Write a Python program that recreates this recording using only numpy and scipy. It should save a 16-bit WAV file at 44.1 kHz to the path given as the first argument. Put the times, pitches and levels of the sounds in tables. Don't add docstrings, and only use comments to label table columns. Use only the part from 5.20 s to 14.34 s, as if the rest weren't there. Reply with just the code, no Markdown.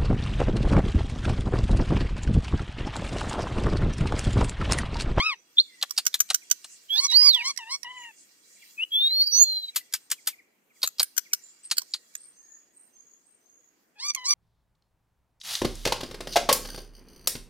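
import sys
import numpy as np
from scipy import signal
from scipy.io import wavfile
from scipy.ndimage import uniform_filter1d, map_coordinates

SR = 44100
rng = np.random.default_rng(int(sys.argv[2]) if len(sys.argv) > 2 else 0)


def file_out(sig):
    cols = np.atleast_2d(sig).T
    lim = np.clip(cols, -1, 1)
    pcm = np.round(lim * 32767).astype(np.int16)
    wavfile.write(sys.argv[1], SR, pcm)


N = 403074

# frequency in Hz, relative density in dB per Hz.
AIR_SPECTRUM = [(15, -49), (25, -19.5), (92, -20.5), (282, -2.5), (818, -12.5), (1680, -11), (4490, -28),
                (6520, -20), (8740, -21), (9730, -31), (14500, -20.5)]
AIR_DB = -70.5
# frequency in Hz, relative density in dB per Hz.
LEAF_SPECTRUM = [(600, -40.5), (1300, -17.5), (2200, -4.5), (3600, -14.5), (5200, -0.5), (7200, 0.5),
                 (10000, -14.5), (14200, -8.5)]
# time in seconds, level in dB.
RUSTLE_LEVEL = [(0, -79), (.35, -63), (.6, -58.5), (1.5, -58), (2.7, -63), (2.901, -59.5), (3.15, -63.5),
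                (3.451, -54.5), (3.699, -63.5), (5.098, -62.5), (5.25, -78.5), (5.5, -87), (5.56, -64),
                (6.898, -62.5), (7.201, -70), (9.14, -84.5)]
# frequency in Hz, likeness (1 = identical sides).
LIKENESS = [(60, 0.504), (250, 0.77), (700, .15), (1500, .05), (15000, 0.3)]

# start in seconds, level in dB.
FAR_SLURS = [(1.212, -51), (2.768, -50), (2.826, -48), (3.299, -62.5), (3.357, -60), (3.415, -50.5),
             (3.889, -51), (3.947, -51.5), (4.005, -49), (4.475, -58), (4.53, -54), (4.975, -54),
             (5.122, -48), (5.18, -51.5), (5.497, -62), (5.552, -64), (6.05, -51.5), (6.108, -52)]
# length in seconds, first pitch in Hz, last pitch in Hz.
SLUR_SHAPE = (0.032, 2600, 1800)
# start in seconds, high note level in dB, low note level in dB.
FAR_PHRASES = [(6.953, -51, -53.5), (7.528, -56.5, -57), (8.031, -63.5, -61.5)]
# delay in seconds, length in seconds, first Hz, last Hz.
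PHRASE_NOTES = [(0, 0.167, 8070, 8680), (0.168, 0.33, 5955, 6760)]
# start in seconds, length in seconds, first Hz, last Hz, level in dB.
FAR_NOTES = [(0.12, 0.11, 6070, 5900, -62), (0.475, 0.17, 2240, 1950, -59.5),
             (2.752, 0.12, 7350, 6830, -51.5), (4.602, 0.03, 2070, 1980, -53),
             (6.208, 0.13, 6980, 7270, -51.5), (6.428, 0.055, 8000, 8500, -46),
             (6.674, 0.074, 6680, 7280, -55.5), (7.181, 0.24, 1814, 1779, -72.5)]

# start in seconds, nominal peak in dB, beak ring in Hz, ring and snap in dB,
# top part in dB, 60 dB decay time in seconds, lead-in copy in dB, low ring in Hz.
TOCKS = [(0.626, -6, 3700, -1, -11.5, 0.032, -17, 811), (0.777, -6, 4724, -1, -14, 0.059, -24, 804),
         (0.941, -6, 3880, -4.5, -10.5, 0.054, -27, 1146), (1.101, -5.5, 4130, -8.5, -18, 0.044, -23, 757),
         (1.443, -22.5, 4300, -16, -30, 0.053, -24, 879), (4.559, -7.5, 4650, -16, -4, 0.078, -27.5, 1139),
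         (4.736, -5.5, 4980, -14.5, -6.5, 0.069, -18.5, 1287),
         (4.913, -3.5, 5230, -18.5, -8.5, 0.055, -15, 1251), (5.071, -5.5, 4880, -17, -7, 0.081, -31, 1027),
         (5.63, -9.5, 4264, 3, -8, 0.081, -20.5, 725), (5.796, -6, 4580, 2.5, -9.5, 0.058, -21, 783),
         (6.442, -42, 4840, 2, -23, 0.13, -24, 1107), (6.512, -4, 4510, -4.5, -19.5, 0.049, -26, 1112),
         (6.737, -13.5, 4410, 4.5, -31, 0.067, -37, 1065)]
# low ring in Hz, low part in dB.
TOCK_LOW = [(750, -12.5), (1150, -21.5)]
TOCK_PAN_DB = 2
KNOCK_DB = -51.5
SNAP_S, SNAP_FALL = 0.0017, 0.37

# start in seconds, nominal peak in dB, beak ring in Hz, left-right in dB,
# lead-in copy in dB, pitch in Hz.
CHIPS = [(0.707, -14, 5530, -6, -21, 1083), (0.864, -4.5, 6160, -5.5, -17, 1454),
         (1.002, -2, 6330, 5.5, -29, 1490), (1.143, -3.5, 6150, -5.5, -24, 1474),
         (1.311, -2, 6150, -6.5, -21.5, 1471), (1.913, -20.5, 5530, -7, -3, 2080),
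         (2.144, -20.5, 5410, -9, -7, 1947), (2.374, -15, 5270, -17.5, -15.5, 1848),
         (2.63, -20, 5350, -15, -31, 1802), (5.673, -11, 7000, 4.5, -11.5, 1262),
         (5.828, -6, 9800, -3.5, -10, 1515), (5.977, -5, 5850, 14, -17, 1462),
         (6.132, -4, 5790, 3, -41, 1440), (6.58, -6.5, 4830, -2, -14.5, 1470),
         (6.617, -24.5, 5960, -4, -15, 1005), (6.951, -18.5, 6990, -5.5, -27, 1653),
         (8.947, -12.5, 6280, -5.5, -25, 2100)]
# peak in dB, 60 dB decay time in seconds.
CHIP_DECAY = [(-15.5, 0.016), (-3.5, 0.021)]
# pitch in Hz, top part in dB.
CHIP_TOP = [(1500, -6), (1750, -32)]
CHIP_LOW_DB, CHIP_LOW_PER_DB = -17, -0.13

# time in seconds, pitch in Hz, level in dB.
WHISTLES = [
    [(0.37, 3870, -60.5), (0.38, 3610, -41), (0.387, 3408, -0.5), (0.395, 3980, -18.5), (0.401, 4213, -9),
     (0.41, 4550, -23), (0.423, 4000, -45.5)],
    [(1.692, 2860, -50.5), (1.705, 3240, -27), (1.74, 3393, -23), (1.775, 3640, -24.5),
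     (1.798, 4400, -15.5), (1.806, 4630, -29.5)],
    [(1.879, 4070, -34), (1.893, 3900, -25.5), (1.93, 3784, -21.5), (1.955, 4440, -14.5),
     (1.985, 4844, -11.5), (2.03, 4933, -17.5), (2.08, 4775, -11), (2.115, 4076, -16.5), (2.126, 3860, -27),
     (2.147, 3530, -14), (2.175, 3035, -31), (2.23, 2154, -31)],
    [(3.577, 2515, -43.5), (3.6, 2573, -26.5), (3.62, 2757, -29), (3.64, 2977, -21), (3.647, 2760, -69)],
    [(3.717, 3250, -30.5), (3.75, 3376, -21), (3.8, 3560, -22), (3.875, 3765, -18), (3.89, 3960, -29),
     (3.93, 4144, -22), (3.97, 4326, -23.5), (4.02, 4440, -15), (4.058, 4600, -33.5), (4.075, 4620, -21),
     (4.095, 4560, -29.5), (4.15, 4520, -26), (4.25, 4230, -28.5), (4.37, 4110, -26.5),
     (4.412, 4087, -41.5), (4.445, 4010, -30), (4.475, 3950, -48), (4.492, 3890, -31.5), (4.51, 3930, -48)],
    [(4.064, 4600, -43.5), (4.075, 5160, -24.5), (4.085, 5120, -52.5)],
    [(4.113, 5840, -41.5), (4.13, 5824, -21), (4.17, 6020, -19), (4.2, 6450, -14), (4.232, 6900, -10.5),
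     (4.25, 6960, -28.5)],
]
# left-right in dB as the head is turned, flutter side tones in dB at a
# level of -18.5 dB, top overtones in dB at a level of -18 dB.
WHISTLE_COLOURS = [(-0.1, -35, -60), (-6.5, -41.5, -25), (-6, -36, -27.5), (4, -39.5, -43), (0.5, -31, -27),
                   (-29.5, -26, -62), (-7, -36.5, -21.5)]
FLUTTER_HZ, FLUTTER_PER_DB = 770, 0.46
OVERTONE_FOLLOWS = 0.6
OVERTONE_PEAK_HZ, OVERTONE_DB_PER_KHZ = 13490, 3.5

# time in seconds, pitch in Hz, first-harmonic level in dB.
SQUAWKS = [
    [(0, 1017, -29), (0.03, 1214, -33), (0.065, 1306, -33.5), (0.1, 1250, -34.5), (0.13, 1047, -36),
     (0.148, 850, -57)],
    [(1.72, 782, -59), (1.75, 784, -57), (1.79, 973, -48), (1.82, 1102, -45), (1.85, 1134, -35),
     (1.872, 1097, -45.5)],
    [(1.92, 923, -44), (1.95, 1044, -48.5), (1.99, 918, -57), (2.03, 1076, -46), (2.065, 1136, -39),
     (2.097, 1085, -40)],
    [(2.16, 1015, -42.5), (2.19, 929, -47.5), (2.23, 960, -46), (2.295, 1145, -37.5), (2.317, 1072, -45)],
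    [(2.387, 1024, -45.5), (2.41, 928, -45.5), (2.45, 879, -57.5), (2.49, 930, -46.5), (2.525, 1093, -43),
     (2.55, 1112, -41.5), (2.565, 1116, -52.5)],
    [(2.645, 996, -45.5), (2.665, 950, -46), (2.7, 1009, -48), (2.76, 1006, -50), (2.89, 918, -54.5),
     (2.915, 854, -63)],
    [(8.755, 841, -76), (8.79, 828, -62), (8.82, 1032, -54.5), (8.85, 1148, -45), (8.885, 1190, -44.5),
     (8.905, 1171, -39), (8.92, 1110, -60)],
    [(8.96, 1125, -45), (8.985, 1007, -43), (9.02, 1005, -52.5), (9.05, 996, -47.5), (9.08, 1134, -45.5),
     (9.11, 1178, -38), (9.139, 1152, -44)],
]
# time in seconds, upper harmonics before in dB and after in dB, against the first.
UPPER_CHANGES = [(0.05, -13.5, -18.5), (1.742, -5, 6), (2.02, 0, 5), (2.249, -14, 4.5), (2.5, -26, 2.5),
                 (2.68, -31.5, -42), (8.79, -20, 7), (9.047, -22, 11.5)]
UPPER_CHANGE_S = 0.02
# frequency in Hz, gain in dB.
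THROAT = [(3300, -5.5), (4500, 10.5), (5700, 4.5), (7000, -4.5), (8500, -8.5), (10500, -20), (12500, -30.5),
          (15500, -24)]
# pitch in Hz, level in dB against the first harmonic.
SECOND_HARMONIC = [(850, 2), (1150, 1), (1300, 11)]

REPEAT_S = .0122
CUTOFF_HZ = 16400


def from_db(db):
    return 10 ** (np.asarray(db) / 20)


def rms_one(x):
    return x / np.sqrt(np.mean(x ** 2) + 1e-20)


def at_hz(points, hz):
    table = np.array(points)
    return np.interp(np.log(hz), np.log(table[:, 0]), table[:, 1])


def drift(rate_hz, size):
    r = np.exp(-2 * np.pi * rate_hz / SR)
    white = rng.standard_normal(size + 4000)
    return rms_one(signal.lfilter([1], [1, -2 * r, r * r], white)[4000:])


def band(x, low_hz, high_hz):
    return signal.sosfilt(signal.butter(2, [low_hz, high_hz], "band", fs=SR, output="sos"), x)


def later(x, lag_s):
    return map_coordinates(x, [np.arange(len(x)) - lag_s * SR], order=3, cval=0)


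def add(out, start, x, pan_db, lag_ms):
    x = np.pad(x, (0, 30))[:N - start]
    x = x / np.sqrt(np.cosh(pan_db * np.log(10) / 20))
    end = start + len(x)
    out[0, start:end] += from_db(pan_db / 2) * later(x, lag_ms / 1000)
    out[1, start:end] += from_db(-pan_db / 2) * x


def note(rows, edge_s):
    s, *columns = np.transpose(rows)
    start = round(s[0] * SR)
    t = np.arange(start, min(round(s[-1] * SR), N)) / SR
    window = np.clip(np.minimum(t - s[0], s[-1] - t) / edge_s, 0, 1)
    curves = [uniform_filter1d(np.interp(t, s, c), size=300, mode="nearest") for c in columns]
    return start, window, curves


def banded_noise(spectrum, patchy_db):
    out = 0
    edges = 23.4 * 2 ** np.arange(0, 9.6, .5)
    coarse = np.arange(N) / 50
    white = rng.standard_normal((2, 2, N))
    for k, (low, high) in enumerate(zip(edges, edges[1:])):
        centre = np.sqrt(low * high)
        mid, side = band(white[k % 2], low, high)
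        alike = np.clip(at_hz(LIKENESS, centre), -1, 1)
        flicker = np.interp(coarse, np.arange(N // 50 + 2), drift(5.6 * 50, N // 50 + 2))
        gain = from_db(at_hz(spectrum, centre) + patchy_db * flicker)
        stereo = np.sqrt(1 + alike) * mid + np.sqrt(1 - alike) * side * [[1], [-1]]
        out = out + gain * stereo
    return rms_one(out)


def outdoor_air():
    return from_db(AIR_DB) * banded_noise(AIR_SPECTRUM, patchy_db=2)


def chorus():
    out = np.zeros((2, N))
    for hz in np.geomspace(1900, 8500, num=9):
        swing = np.clip(drift(13.2 * 50, N // 50 + 1), -3, 1.6)
        gate = np.repeat(from_db(5 * swing), repeats=50)[:N]
        out += gate * band(rng.standard_normal((2, N)), hz / 1.025, hz * 1.025)
    return rms_one(out)


def leaves_and_chorus():
    level_db = np.interp(np.arange(N) / SR, *np.transpose(RUSTLE_LEVEL))
    leaves = banded_noise(LEAF_SPECTRUM, patchy_db=4.0)
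    return from_db(level_db) * (leaves + from_db(-2.5) * chorus())


def grove(x, t60):
    t = np.arange(int(.3 * SR)) / SR
    tail = band(rng.standard_normal((2, len(t))), 1500, 14000)
    tail = tail * from_db(-60 * t / t60) * np.minimum(t / 0.015, 1)
    tail = tail / np.sqrt(np.sum(tail ** 2) / 2)
    return signal.fftconvolve(x, tail, axes=1)[:, :N]


def far_slurs():
    out = np.zeros((2, N))
    long, first_hz, last_hz = SLUR_SHAPE
    part = np.linspace(0, 1, round(long * SR))
    for s, level_db in FAR_SLURS:
        hz = (first_hz + (last_hz - first_hz) * part) * rng.normal(1, 0.033)
        tone = np.sin(np.cumsum(2 * np.pi * hz / SR))
        slur = from_db(level_db) * np.sin(np.pi * part) * tone
        add(out, round(s * SR), slur, pan_db=rng.normal(0, 2.5), lag_ms=rng.uniform(0, 0.55))
    return out


def far_birds():
    out = np.zeros((2, N))
    phrases = []
    for s, *levels in FAR_PHRASES:
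        for (delay, *shape), db in zip(PHRASE_NOTES, levels):
            phrases.append((s + delay, *shape, db))
    for s, long, first_hz, last_hz, level_db in phrases + list(FAR_NOTES):
        start, part = round(s * SR), np.linspace(0, 1, round(long * SR))
        size = len(part)
        hz = last_hz + (first_hz - last_hz) * np.exp(-part / 0.28)
        for side in out:
            waver = 1 + 0.022 * part * drift(220, size)
            phase = np.cumsum(2 * np.pi * hz * waver / SR)
            swell = np.sin(np.pi * part ** 0.96) * from_db(level_db + 5.9 * drift(60, size))
            side[start:start + size] += swell * np.sin(phase)
    return out


def beak(out, row, burst, low_burst, lag_ms):
    s, peak_db, ring_hz, ring_db, low_db, top_db, pan_db, lead_db, low_hz = row
    parts = [
        band(burst, ring_hz / 1.145, ring_hz * 1.088),
        band(burst, 2300, np.minimum(2.05 * ring_hz, 16000)),
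        band(band(low_burst, 0.69 * low_hz, 3.51 * low_hz), 0.89 * low_hz, 3300),
        band(band(burst, 7500, 15000), 12000, 15300),
    ]
    ring, body, low, top = [p / np.abs(p).max() for p in parts]
    clack = .5 * from_db(ring_db) * ring + 0.64 * body + from_db(low_db) * low + from_db(top_db) * top
    clack = from_db(peak_db) * clack
    ahead, t = round(REPEAT_S * SR), np.arange(len(burst)) / SR
    lead_in = from_db(lead_db) * clack * np.exp(-(t / 0.021) ** 2)
    twice = np.pad(clack, (ahead, 0)) + np.pad(lead_in, (0, ahead))
    add(out, round((s - .0015) * SR) - ahead, twice, pan_db, lag_ms)
    return out


def tocks():
    out, t = np.zeros((2, N)), np.arange(int(.1 * SR)) / SR
    for s, peak_db, ring_hz, ring_db, top_db, t60, lead_db, low_hz in TOCKS:
        low_db = at_hz(TOCK_LOW, low_hz)
        row = s, peak_db, ring_hz, ring_db, low_db, top_db, TOCK_PAN_DB, lead_db, low_hz
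        noise = rng.standard_normal(len(t)) * from_db(1.47 * drift(453, len(t)))
        rasp_phase = 2 * np.pi * low_hz * (t + 0.003927 * (1 - np.exp(-t / 0.00841)))
        noise *= 1 + 0.77 * np.cos(rasp_phase)
        since = np.maximum(t - 0.0018, 0)
        snap_phase = 2 * np.pi * ring_hz * (1.25 * since - SNAP_FALL * since ** 2 / (4 * SNAP_S))
        snap = np.sin(snap_phase) * np.exp(-since / SNAP_S)
        swell = noise * np.sin(np.pi * np.minimum(t / 0.0194, 1)) ** 2
        dying = noise * np.minimum(t / 0.0044, 1) ** 2 * from_db(-60 * t / t60)
        burst = dying + 0.97 * from_db(ring_db) * snap
        out = beak(out, row, burst, swell, lag_ms=0.027)
        push = np.sin(np.pi * np.minimum(t / 0.0021, 1))
        knock = from_db(peak_db + ring_db + KNOCK_DB) * push
        add(out, round(s * SR), knock, pan_db=1.5, lag_ms=0.02)
    return out


def chips():
    out, t = np.zeros((2, N)), np.arange(int(.07 * SR)) / SR
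    for s, peak_db, ring_hz, pan_db, lead_db, hz in CHIPS:
        low_db = CHIP_LOW_DB + CHIP_LOW_PER_DB * peak_db
        row = s, peak_db, ring_hz, 0, low_db, at_hz(CHIP_TOP, hz), pan_db, lead_db, hz
        phase = 2 * np.pi * hz * (t + .2 * .004 * (1 - np.exp(-t / 0.00174)))
        t60 = np.interp(peak_db, *np.transpose(CHIP_DECAY))
        starts = rng.uniform(0, 2 * np.pi, 20)
        voice = rms_one(sum(np.sin(k * phase + starts[k]) for k in range(1, int(15000 / hz))))
        hoarse = 1.3 * rng.standard_normal(len(t)) * np.clip(t / 0.0059, .3, 3)
        attack = np.minimum(t / (0.22 * t60), 1) ** 2
        decay = from_db(-60 * np.maximum(t - 0.0035, 0) / t60)
        burst = (voice + hoarse) * attack * decay
        out = beak(out, row, burst, burst, lag_ms=0.2592)
    return out


def whistles():
    out = np.zeros((2, N))
    for rows, (pan_db, calm_db, top_db) in zip(WHISTLES, WHISTLE_COLOURS):
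        start, window, (hz, level_db) = note(rows, edge_s=0.0045)
        size = len(hz)
        flutter_db = calm_db - FLUTTER_PER_DB * (level_db + 18.5) + 4.0 * drift(12, size)
        flutter_db = np.minimum(flutter_db, -12)
        bright_db = top_db - (1 - OVERTONE_FOLLOWS) * (level_db + 18)
        phase = np.cumsum(2 * np.pi * hz * (1 + 0.0003 * drift(120, size)) / SR)
        flutter_phase = np.cumsum(2 * np.pi * FLUTTER_HZ * (1 + 0.041 * drift(33, size)) / SR)
        flutter = 1 + 2 * from_db(flutter_db) * np.sin(flutter_phase)
        tone = flutter * (1 + 0.056 * drift(500, size)) * np.sin(phase)
        for k in range(2, 5):
            high = np.clip((k * hz - 9500) / 2500, 0, 1)
            fade = np.clip((15800 - k * hz) / 600, 0, 1)
            off_peak_khz = np.abs(k * hz - OVERTONE_PEAK_HZ) / 1000
            high_db = bright_db - OVERTONE_DB_PER_KHZ * off_peak_khz - 3.0 * (k == 4)
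            overtone_db = high * high_db + (1 - high) * -37 + 3.1 * drift(80, size)
            tone += flutter ** 2 * fade * from_db(overtone_db) * np.sin(k * phase)
        wobble_db = 1.1 * drift(70, size)
        whistle = np.sqrt(2) * window * from_db(level_db + wobble_db) * tone
        add(out, start, whistle, pan_db, lag_ms=.066)
    return out


def squawks():
    out = np.zeros((2, N))
    for rows, (change_s, before_db, after_db) in zip(SQUAWKS, UPPER_CHANGES):
        start, window, (hz, first_db) = note(rows, edge_s=0.002)
        size = len(hz)
        t = (start + np.arange(size)) / SR
        changed = np.clip((t - change_s) / UPPER_CHANGE_S + .5, 0, 1)
        second_db = first_db + at_hz(SECOND_HARMONIC, hz) + 2.7 * drift(25, size)
        third_db = second_db + np.interp(hz, [900, 1300], [3.4, -12]) + 2.3 * drift(25, size)
        upper_db = first_db + before_db + (after_db - before_db) * changed
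        fourth_db = 0.63 * upper_db + 0.35 * second_db + 6.0
        phase = np.cumsum(2 * np.pi * hz * (1 + 0.013 * drift(300, size)) / SR)
        voice = from_db(first_db) * np.sin(phase)
        for k, level_db in [(2, second_db), (3, third_db), (4, fourth_db)]:
            voice += from_db(level_db) * np.sin(k * phase)
        for k in range(5, 12):
            level_db = upper_db + at_hz(THROAT, k * hz) + 4.58 * drift(40, size)
            voice += from_db(level_db) * np.sin(k * phase + k * k)
        breath_db = np.maximum(upper_db, second_db - 6.5) - 13.5
        breath = from_db(breath_db) * band(rng.standard_normal(size), 2100, 8275)
        rough = 1 + .12 * drift(200, size)
        squawk = window * (np.sqrt(2) * rough * voice + breath)
        add(out, start, squawk, pan_db=2.0, lag_ms=.075)
    return out


def scene():
    background = outdoor_air() + leaves_and_chorus()
    far = far_slurs() + far_birds()
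    hits = tocks() + chips()
    voices = whistles() + squawks()
    ahead = round(REPEAT_S * SR)
    before = from_db(-19.5) * np.roll(voices, -ahead, axis=1)
    after = from_db(-17.5) * np.roll(voices + hits, ahead, axis=1)
    near = voices + hits + before + after
    scattered = from_db(-11) * grove(far, t60=0.68) + from_db(-30) * grove(near, t60=.3)
    return background + far + near + scattered


def lift(x, hz, width_hz, db):
    return x + (from_db(db) - 1) * signal.lfilter(*signal.iirpeak(hz, hz / width_hz, fs=SR), x)


def record(dry):
    left = lift(lift(dry[0], hz=5400, width_hz=1800, db=-6), hz=13500, width_hz=3000, db=2)
    right = lift(lift(dry[1], hz=5400, width_hz=1800, db=1.5), hz=13000, width_hz=3000, db=-3)
    low_pass = signal.cheby2(12, 60, CUTOFF_HZ, fs=SR, output="sos")
    return signal.sosfilt(low_pass, np.array([left, right]))


dry = scene()
out = record(dry)
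file_out(out)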